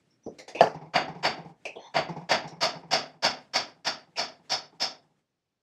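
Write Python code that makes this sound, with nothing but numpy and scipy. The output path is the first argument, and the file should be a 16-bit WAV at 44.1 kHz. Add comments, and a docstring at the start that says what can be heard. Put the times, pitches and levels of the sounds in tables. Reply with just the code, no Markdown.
"""A soft-faced mallet knocks on the steel shell of an electric motor in a small workshop, about three times a second.
Each blow excites a dense field of decaying modes, a dull clang with a bright zing, and the bench answers with a thud.
After the earlier blows above all, the loose motor rocks on the bench: repeated landings, each a clack and a low boom.
Before the blows come drags (rough resonant noise), touches (short bands of noise) and a clunk (a few damped sines);
a few more touches and a drag fall between the blows. Beneath lie a rustle, a faint late echo and a steady hiss."""
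import sys
import numpy as np
from scipy import signal
from scipy.fft import rfft, irfft, next_fast_len
from scipy.io import wavfile
from scipy.ndimage import uniform_filter1d

SR = 44100
rng = np.random.default_rng(int(sys.argv[2]) if len(sys.argv) > 2 else 0)


def wav_record(signal):
    """Record a signal, one row per channel, as 16-bit PCM in the file named by sys.argv[1]."""
    frames = np.transpose(np.atleast_2d(signal))
    bounded = np.clip(frames, -1, 1)
    # unit amplitude maps onto the largest positive 16-bit level
    quanta = np.round(bounded * 32767).astype(np.int16)
    wavfile.write(sys.argv[1], SR, quanta)


N = 247828
AGE = np.arange(int(.8 * SR)) / SR  # time since the start of one sound (s)


def undb(db):
    """Logarithmic level: decibels to amplitude gain."""
    return 10 ** (np.asarray(db) / 20)


def along(points, hz):
    """Log-frequency interpolation between (frequency [Hz], value) points."""
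    at, value = np.transpose(points)
    return np.interp(np.log(hz + 1), np.log(at), value)


def colour(x, db_at):
    """Minimum-phase filtering by a gain in dB over frequency: causal, so attacks stay sharp."""
    size = 2 * next_fast_len(len(x))
    hz = np.arange(size // 2 + 1) * SR / size
    cepstrum = irfft(np.log(undb(db_at(hz))))
    # folding the cepstrum onto positive time gives the minimum phase
    cepstrum[1:size // 2] *= 2
    cepstrum[size // 2 + 1:] = 0
    response = np.exp(rfft(cepstrum))
    return irfft(rfft(x, size) * response)[:len(x)]


def noise(db_at, size=len(AGE)):
    """Spectral shaping of random noise, scaled to unit rms."""
    x = colour(rng.standard_normal(size), db_at)
    return x / x.std()


def fade(t60):
    """Exponential decay: a free vibration loses 60 dB in t60 seconds."""
    return undb(-60 * AGE / t60)


def hump(hz, centre_hz, width_hz):
    """Resonance curve: a bell of height 1 around the centre frequency."""
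    return 1 / (1 + (2 * (hz - centre_hz) / width_hz) ** 2)


def resonance(centre_hz, width_hz):
    """Resonant band of noise: unit rms, steep sides and no deep bass."""
    def db_at(hz):
        bass_cut = (hz + 1) / np.hypot(hz, centre_hz / 3)
        return 40 * np.log10(hump(hz, centre_hz, width_hz)) + 20 * np.log10(bass_cut)
    return noise(db_at)


def ring(modes):
    """Modal superposition: modes (frequency [Hz], level [dB], t60 [s]), each a decaying sine."""
    return sum(undb(db) * fade(t60) * np.sin(2 * np.pi * hz * AGE) for hz, db, t60 in modes)


def waver(size, per_s):
    """Random modulation: a curve of spread near 1 through per_s new values a second."""
    return np.interp(np.arange(size) / SR * per_s, np.arange(512), rng.standard_normal(512))


def patches(depth_db, step_hz):
    """Dependence on the point of excitation: each spot favours its own modes, a random dB ripple."""
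    knots = np.arange(0, SR / 2, step_hz)
    ripple = depth_db * rng.standard_normal(512)[:len(knots)].clip(-1.5, 1.5)
    return lambda hz: np.interp(hz, knots, ripple)


def add(out, s, x):
    """Linear superposition: mix x into out from time s on."""
    start = int(s * SR)
    out[start:start + len(x)] += x[:len(out) - start]


# Spectrum of the stir of hand and sleeve: (frequency [Hz], level [dB])
RUSTLE_SPECTRUM = [(25, -30.5), (70, -19.5), (140, -3.5), (400, -9), (900, -18.5), (1800, -16.5),
                   (5200, -22.5), (8000, -24), (15000, -43.5)]
# its level (dB), when the arm comes to rest (s), how fast it then dies (dB per s)
STIR_DB, REST_S, SETTLE_DB_PER_S = -68.5, 4.94, 36.5


def stir(waver_db=4.0, wavers_per_s=26):
    """Friction noise: the working arm rustles unevenly and settles when the mallet is put down."""
    settle_db = SETTLE_DB_PER_S * np.maximum(np.arange(N) / SR - REST_S, 0)
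    level = undb(STIR_DB - settle_db + waver_db * waver(N, wavers_per_s))
    return level * noise(lambda hz: along(RUSTLE_SPECTRUM, hz), size=N)


# The head is dragged over the shell:
# (time [s], length [s], rub level [dB], squeak frequency [Hz], squeak level [dB])
DRAGS = [(0.09, .035, -86, 5450, -66.5), (.226, .045, -74, 5920, -59), (.562, .04, -44.5, 2625, -38),
         (1.781, .1, -52.5, 6045, -66)]
# Resonances that the drag excites: (frequency [Hz], width [Hz], level relative to the rub [dB])
DRAG_RESONANCES = [(882.6, 370, 1.5), (1950, 1000, -9.5), (3550, 570, -7), (4250, 280, -13),
                   (5230, 900, -19), (6120, 610, -16)]


def drags(attack_s=0.027, release_s=0.028, squeak_width_hz=700, rough_db=2.0, slips_per_s=70):
    """Stick-slip friction: the head catches and slips, so each resonance flares unevenly; a squeak stands out."""
    out = np.zeros(N)
    for s, length, rub_db, squeak_hz, squeak_db in DRAGS:
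        peaks = [(hz, width, rub_db + db) for hz, width, db in DRAG_RESONANCES]
        peaks.append((squeak_hz, squeak_width_hz, squeak_db))
        rub = sum(resonance(hz, width) * undb(db + rough_db * waver(len(AGE), slips_per_s))
                  for hz, width, db in peaks)
        onset = 1 - np.exp(-AGE / attack_s)
        release = np.exp(-np.maximum(AGE - length, 0) / release_s)
        add(out, s, rub * onset * release)
    return out


def workshop(direct, late_db=-37, late_t60_s=1.0):
    """Late reverberation: convolution with decaying noise gives a faint, dull echo of the room."""
    # (frequency [Hz], level [dB])
    room = [(50, 13.5), (170, 15.5), (900, -3.5), (5000, -14.5), (12000, -22.5)]
    tail = noise(lambda hz: along(room, hz)) * fade(late_t60_s)
    tail = tail / np.linalg.norm(tail)
    return undb(late_db) * signal.fftconvolve(direct, tail)[:N]


# Light touches of the mallet head: (time [s], knock frequency [Hz], knock level [dB],
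# tick frequency [Hz], tick level [dB], scuff level [dB], rise time [s])
TOUCHES = [(0.263, 375, -32.5, 5100, -67, -66, 0.0011), (.384, 500, -43.5, 2080, -48.5, -43, 0.0039),
           (.478, 600, -40.5, 2000, -50, -42, 0.0033), (.548, 540, -33.5, 2560, -35, -47, 0.0026),
           (1.6528, 590, -35.5, 2570, -34.5, -43, .0006), (1.755, 562, -35, 3280, -47.5, -65.5, 0.005),
           (2.474, 487, -53, 5480, -50, -48, 0.0042), (4.158, 700, -45.5, 2540, -37, -46.5, 0.0066)]
# Spectrum of a scuff, also of the crack in the clunk: (frequency [Hz], level [dB])
SCUFF_SPECTRUM = [(200, -30), (1200, -5.5), (3000, -3.5), (5800, 2), (8000, -12), (11000, -19),
                  (15000, -36)]


def touches(knock_t60_s=0.23, tick_t60_s=0.24, scuff_t60_s=0.19, knock_width_hz=680, tick_width_hz=800):
    """Weak contact excitation: the head brushes and nudges the shell; a knock, a pitched tick and a scuff."""
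    out = np.zeros(N)
    for s, knock_hz, knock_db, tick_hz, tick_db, scuff_db, rise_s in TOUCHES:
        spot = patches(4, 350)
        knock = undb(knock_db) * resonance(knock_hz, knock_width_hz) * fade(knock_t60_s)
        tick = undb(tick_db) * resonance(tick_hz, tick_width_hz) * fade(tick_t60_s)
        scuff = noise(lambda hz: along(SCUFF_SPECTRUM, hz) + spot(hz)) * fade(scuff_t60_s)
        # a sliding touch builds up more slowly than a tap
        onset = 1 - np.exp(-AGE / rise_s)
        add(out, s, (knock + tick + undb(scuff_db) * scuff) * onset)
    return out


CLUNK_S = .6076  # time of the clunk (s)
# Modes of the hollow clunk: (frequency [Hz], level [dB], t60 [s])
CLUNK_MODES = [(440, -22, 0.22), (559, -3, 0.023), (681.5, 3.5, 0.029), (841, -13.5, 0.079),
               (745, -18.5, 0.052), (1736, -22, .06), (2910, 5.5, 0.0043), (4620, -31.5, 0.099)]
# Chattering contacts of the clunk: (delay [s], level [dB])
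CLUNK_CONTACTS = [(0, 3.5), (.0059, -7), (0.0096, -18), (.029, -9), (0.064, -16.5)]
# Spectrum of the room's answer to the clunk: (frequency [Hz], level [dB])
CLUNK_TAIL = [(60, -43.5), (150, -6.5), (300, -14), (480, -8), (700, -2.5), (1100, -14.5), (1800, -18.5),
              (3600, -38), (4900, -26.5), (7000, -39), (10000, -52), (15000, -58.5)]


def clunk(level_db=0, contact_s=0.0016, low_hz=330, crack_db=-27, crack_t60_s=0.02, tail_db=-19, tail_t60_s=0.29):
    """Repeated impact: a soft face chatters on the hollow shell, and the room answers."""
    out = np.zeros(N)
    # the finite contact of the soft face rounds the attack
    knock = ring(CLUNK_MODES) * (1 - np.exp(-(AGE / contact_s) ** 2))
    # the open shell radiates little bass
    knock = signal.sosfilt(signal.butter(2, low_hz, "high", fs=SR, output="sos"), knock)
    for delay, db in CLUNK_CONTACTS:
        add(out, CLUNK_S + delay, undb(level_db + db) * knock)
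    crack = noise(lambda hz: along(SCUFF_SPECTRUM, hz)) * fade(crack_t60_s)
    tail = noise(lambda hz: along(CLUNK_TAIL, hz)) * fade(tail_t60_s)
    add(out, CLUNK_S, undb(crack_db) * crack)
    add(out, CLUNK_S, undb(tail_db) * tail * (1 - np.exp(-AGE / .004)))
    return out


# Dense ringing of shell and room after a blow: (frequency [Hz], level [dB])
SHELL_SPECTRUM = [(40, -41.5), (80, -23), (140, -30.5), (250, -10), (470, -9), (690, 2.5), (1100, -3),
                  (2200, -6), (3500, -10.5), (4100, -12.5), (5600, -9.5), (7000, -26.5), (9500, -39),
                  (12500, -40), (15500, -56)]
# Humps where many modes crowd together: (frequency [Hz], width [Hz], gain [dB])
MODE_CLUSTERS = [(700, 150, 4), (950, 100, 5), (1280, 70, 4), (1630, 130, 4), (2220, 100, 3),
                 (2850, 160, 6), (3480, 300, 6), (4590, 320, 8), (5280, 440, 9), (6570, 220, 6),
                 (7480, 200, 6)]


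def shell_db(hz):
    """Modal density: the spectrum of the shell rises where its modes cluster."""
    clusters = sum(db * hump(hz, centre, width) for centre, width, db in MODE_CLUSTERS)
    return along(SHELL_SPECTRUM, hz) + clusters


# How long the dense ringing lasts: (frequency [Hz], t60 [s])
RING_T60 = [(100, .58), (300, .44), (700, .33), (2000, .3), (5000, .255), (9000, .21), (14000, .17)]


def dense_ring(db_at):
    """Statistical modal overlap: countless modes of metal and room as noise; the low ones last longest."""
    spectrum = rfft(noise(db_at))
    hz = np.arange(len(spectrum)) * SR / len(AGE)
    at, t60s = np.transpose(RING_T60)
    # overlapping bands that sum to one, each with its own decay
    shares = [along(np.c_[at, one], hz) for one in np.eye(len(at))]
    return sum(irfft(spectrum * share, len(AGE)) * fade(t60) for share, t60 in zip(shares, t60s))


# share of the gap left each time, thump and clack lost by the second landing (dB)
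ROCK_SHRINK, THUMP_LOSS_DB, CLACK_LOSS_DB = 0.66, 4, 5.5


def landings(s, db, gap_s, count=3):
    """Energy loss at each landing: ever quicker and weaker rows (time [s], thump [dB], clack [dB])."""
    k = np.arange(count)
    gaps = gap_s * ROCK_SHRINK ** k
    spent = k ** 1.19
    times = s + np.cumsum(gaps) - gaps
    return np.c_[times, db - THUMP_LOSS_DB * spent, db - CLACK_LOSS_DB * spent]


# Mallet blows: (time [s], level [dB], brightness of the spot struck [0-1], level of the rocking
# it causes [dB], time until the motor first lands [s], gap to its next landing [s])
BLOWS = [(0.9345, 0.8, 0, -2, .144, .066), (1.2264, 0, 0.26, -5.5, .15, 0.069),
         (1.9396, -1.44, .03, 1.5, .147, 0.074), (2.289, 2, 0.37, -4, .15, 0.074),
         (2.6057, 0.5, 0.67, -7, 0.14, .083), (2.908, -0.1, 0.72, -22, .228, 0.1),
         (3.2224, 0, 0.74, -37.5, .222, 0.077), (3.5331, -1.85, 0.74, -28.5, 0.23, 0.083),
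         (3.8451, -4.5, 0.76, -29, .226, 0.052), (4.168, -5.5, 0.77, -27, 0.22, 0.086),
         (4.4948, -5, 0.95, -24, 0.23, 0.061), (4.7971, -6, 1, -33, 0.24, 0.055)]
# Spectrum of the clack of a landing: (frequency [Hz], level [dB])
CLACK_SPECTRUM = [(60, -11.5), (150, -5), (260, 1), (420, 2.5), (600, -7), (810, 7.5), (1030, -3.5),
                  (1450, -25), (2200, -14), (3200, -35.5), (6000, -29.5), (12000, -58)]
# rocking after the clunk: level (dB), time until the motor first lands (s), gap to its next landing (s)
CLUNK_ROCK_DB, CLUNK_LANDS_S, CLUNK_GAP_S = -4, .134, 0.069


def rocking(thump_db=-33.0, thump_hz=162, build_s=0.022, clack_db=-32.0, clack_t60_s=0.22, ring_db=-50):
    """Impact of a rocking body: the motor lands with a clack that faintly rings the shell; the bench top booms."""
    out = np.zeros(N)
    swell = (AGE / build_s * np.exp(1 - AGE / build_s)) ** 4
    bouts = [landings(CLUNK_S + CLUNK_LANDS_S, CLUNK_ROCK_DB, CLUNK_GAP_S)]
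    bouts += [landings(s + lands_s, db, gap_s) for s, _, _, db, lands_s, gap_s in BLOWS]
    shell = undb(ring_db) * dense_ring(shell_db)
    for s, thump, clack in np.vstack(bouts):
        # each landing booms within 5 % of the nominal pitch
        boom_hz = thump_hz * rng.uniform(.95, 1.05)
        boom = swell * np.sin(2 * np.pi * boom_hz * AGE)
        metal = undb(clack_db) * noise(lambda hz: along(CLACK_SPECTRUM, hz)) * fade(clack_t60_s) + shell
        onset = 1 - np.exp(-AGE / 0.0037)
        add(out, s, undb(thump_db + thump) * boom + undb(clack) * metal * onset)
    return out


# Modes of the shell that stand out: (frequency [Hz], level [dB])
SHELL_MODES = [(151, -22), (255, -20.5), (437, -20.5), (578, -14), (639, -9), (703, -7), (766, -8),
               (902, -14.5), (932, -15.5), (977, -16), (1272, -14.5), (1604, -17.5), (2359, -21.5),
               (2871, -20), (3560, -23), (4412, -20.5), (4501, -16), (4640, -14), (4713, -17.5),
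               (5174, -18.5), (5310, -21)]
# A bright spot trades thud for zing:
# (frequency [Hz], gain on the dullest spot [dB], gain added on the brightest [dB])
SPOT_COLOUR = [(350, 2, -7.5), (600, -2, -2.5), (980, -4, -4), (1310, -3, -1), (2170, 1, -4.5),
               (2860, -5, 1.5), (3500, -3, 5.5), (4100, -7.5, 7.5), (4400, -5.5, 10.5), (4640, -2, 9),
               (5156, -12, 19.5), (5560, -17.5, 22.5), (6560, -1.5, 9.5)]


def blows(level_db=-14, modes_db=-2.5, rise_s=0.028, start_db=-17.5, crest_db=1.5, crest_s=0.038,
          attack_s=0.0044, clatter_db=0.85, clatters_per_s=140):
    """Modal excitation: every blow rings the same shell and room; the spot struck shifts the colour."""
    out = np.zeros(N)
    same = dense_ring(shell_db)
    # the clang starts subdued, swells to a short crest and then dies freely
    swell_db = start_db * np.clip(1 - AGE / rise_s, 0, 1) ** 0.83
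    swell_db += crest_db * np.exp(-abs(AGE - rise_s) / crest_s)
    swell = undb(swell_db) * (1 - np.exp(-AGE / attack_s))
    for s, db, brightness, *_ in BLOWS:
        # mostly the shared ringing, partly new with each blow
        dense = .8 * same + .6 * dense_ring(shell_db)
        # single modes are hit harder or softer and die a little before the room does
        luck_db = rng.uniform(-3, 3, len(SHELL_MODES))
        tones = ring([(hz, own_db + luck, .88 * along(RING_T60, hz))
                      for (hz, own_db), luck in zip(SHELL_MODES, luck_db)])
        zones = [(hz, dull + brightness * gained) for hz, dull, gained in SPOT_COLOUR]
        spot = patches(1.8, 110)
        sound = colour(dense + undb(modes_db) * tones, lambda hz: along(zones, hz) + spot(hz))
        # loose parts chatter, so the clang flutters
        flutter_db = clatter_db * waver(len(AGE), clatters_per_s)
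        add(out, s, undb(level_db + db + flutter_db) * swell * sound)
    return out


def bench(level_db=-45, bright_db=-6, centre_hz=190, width_hz=280, peak_s=0.055):
    """Structure-borne response: the bench answers each blow with a late low thud, most under a dull spot."""
    out = np.zeros(N)
    swell = (AGE / peak_s * np.exp(1 - AGE / peak_s)) ** 4
    for s, db, brightness, *_ in BLOWS:
        level = undb(level_db + db + bright_db * brightness)
        add(out, s, level * swell * resonance(centre_hz, width_hz))
    return out


def scene():
    """Superposition of all the knocks, their room and the rustle, in one channel."""
    direct = blows() + bench() + rocking() + touches() + drags() + clunk()
    return (direct + workshop(direct) + stir())[None]


def suppress(x, threshold_db=-84, depth_db=-9, spare_hz=900):
    """Downward expansion: treble bands that sink under a threshold are turned down; bright tails shorten."""
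    hz, _, bands = signal.stft(x, fs=SR, nperseg=256)
    # power smoothed over neighbouring bands, then over time
    power = uniform_filter1d(abs(bands) ** 2, size=3, axis=-2)
    power = uniform_filter1d(power, size=5, axis=-1).clip(0)
    quiet = 1 / (1 + power / undb(threshold_db) ** 2)
    treble = (hz ** 2 / (hz ** 2 + spare_hz ** 2))[:, None]
    return signal.istft(bands * undb(depth_db * quiet * treble))[1][:, :N]


# Spectrum of the steady self-noise of the recorder: (frequency [Hz], level [dB])
HISS_SPECTRUM = [(25, -14), (120, 0), (400, -5), (1500, -14), (5500, -17), (9000, -29), (15000, -38)]
TOP_HZ = 15500  # upper band limit


def record(dry, bass_hz=52, hiss_db=-85):
    """Band limiting and soft saturation: peaks are rounded, deep bass, faint treble and the top reduced."""
    bass_cut = signal.butter(3, bass_hz, "high", fs=SR, output="sos")
    top_cut = signal.ellip(8, .2, 80, TOP_HZ, fs=SR, output="sos")
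    sound = suppress(signal.sosfilt(bass_cut, np.tanh(dry)))
    hiss = undb(hiss_db) * noise(lambda hz: along(HISS_SPECTRUM, hz), size=N)
    return signal.sosfilt(top_cut, sound + hiss)


dry = scene()
out = record(dry)
wav_record(out)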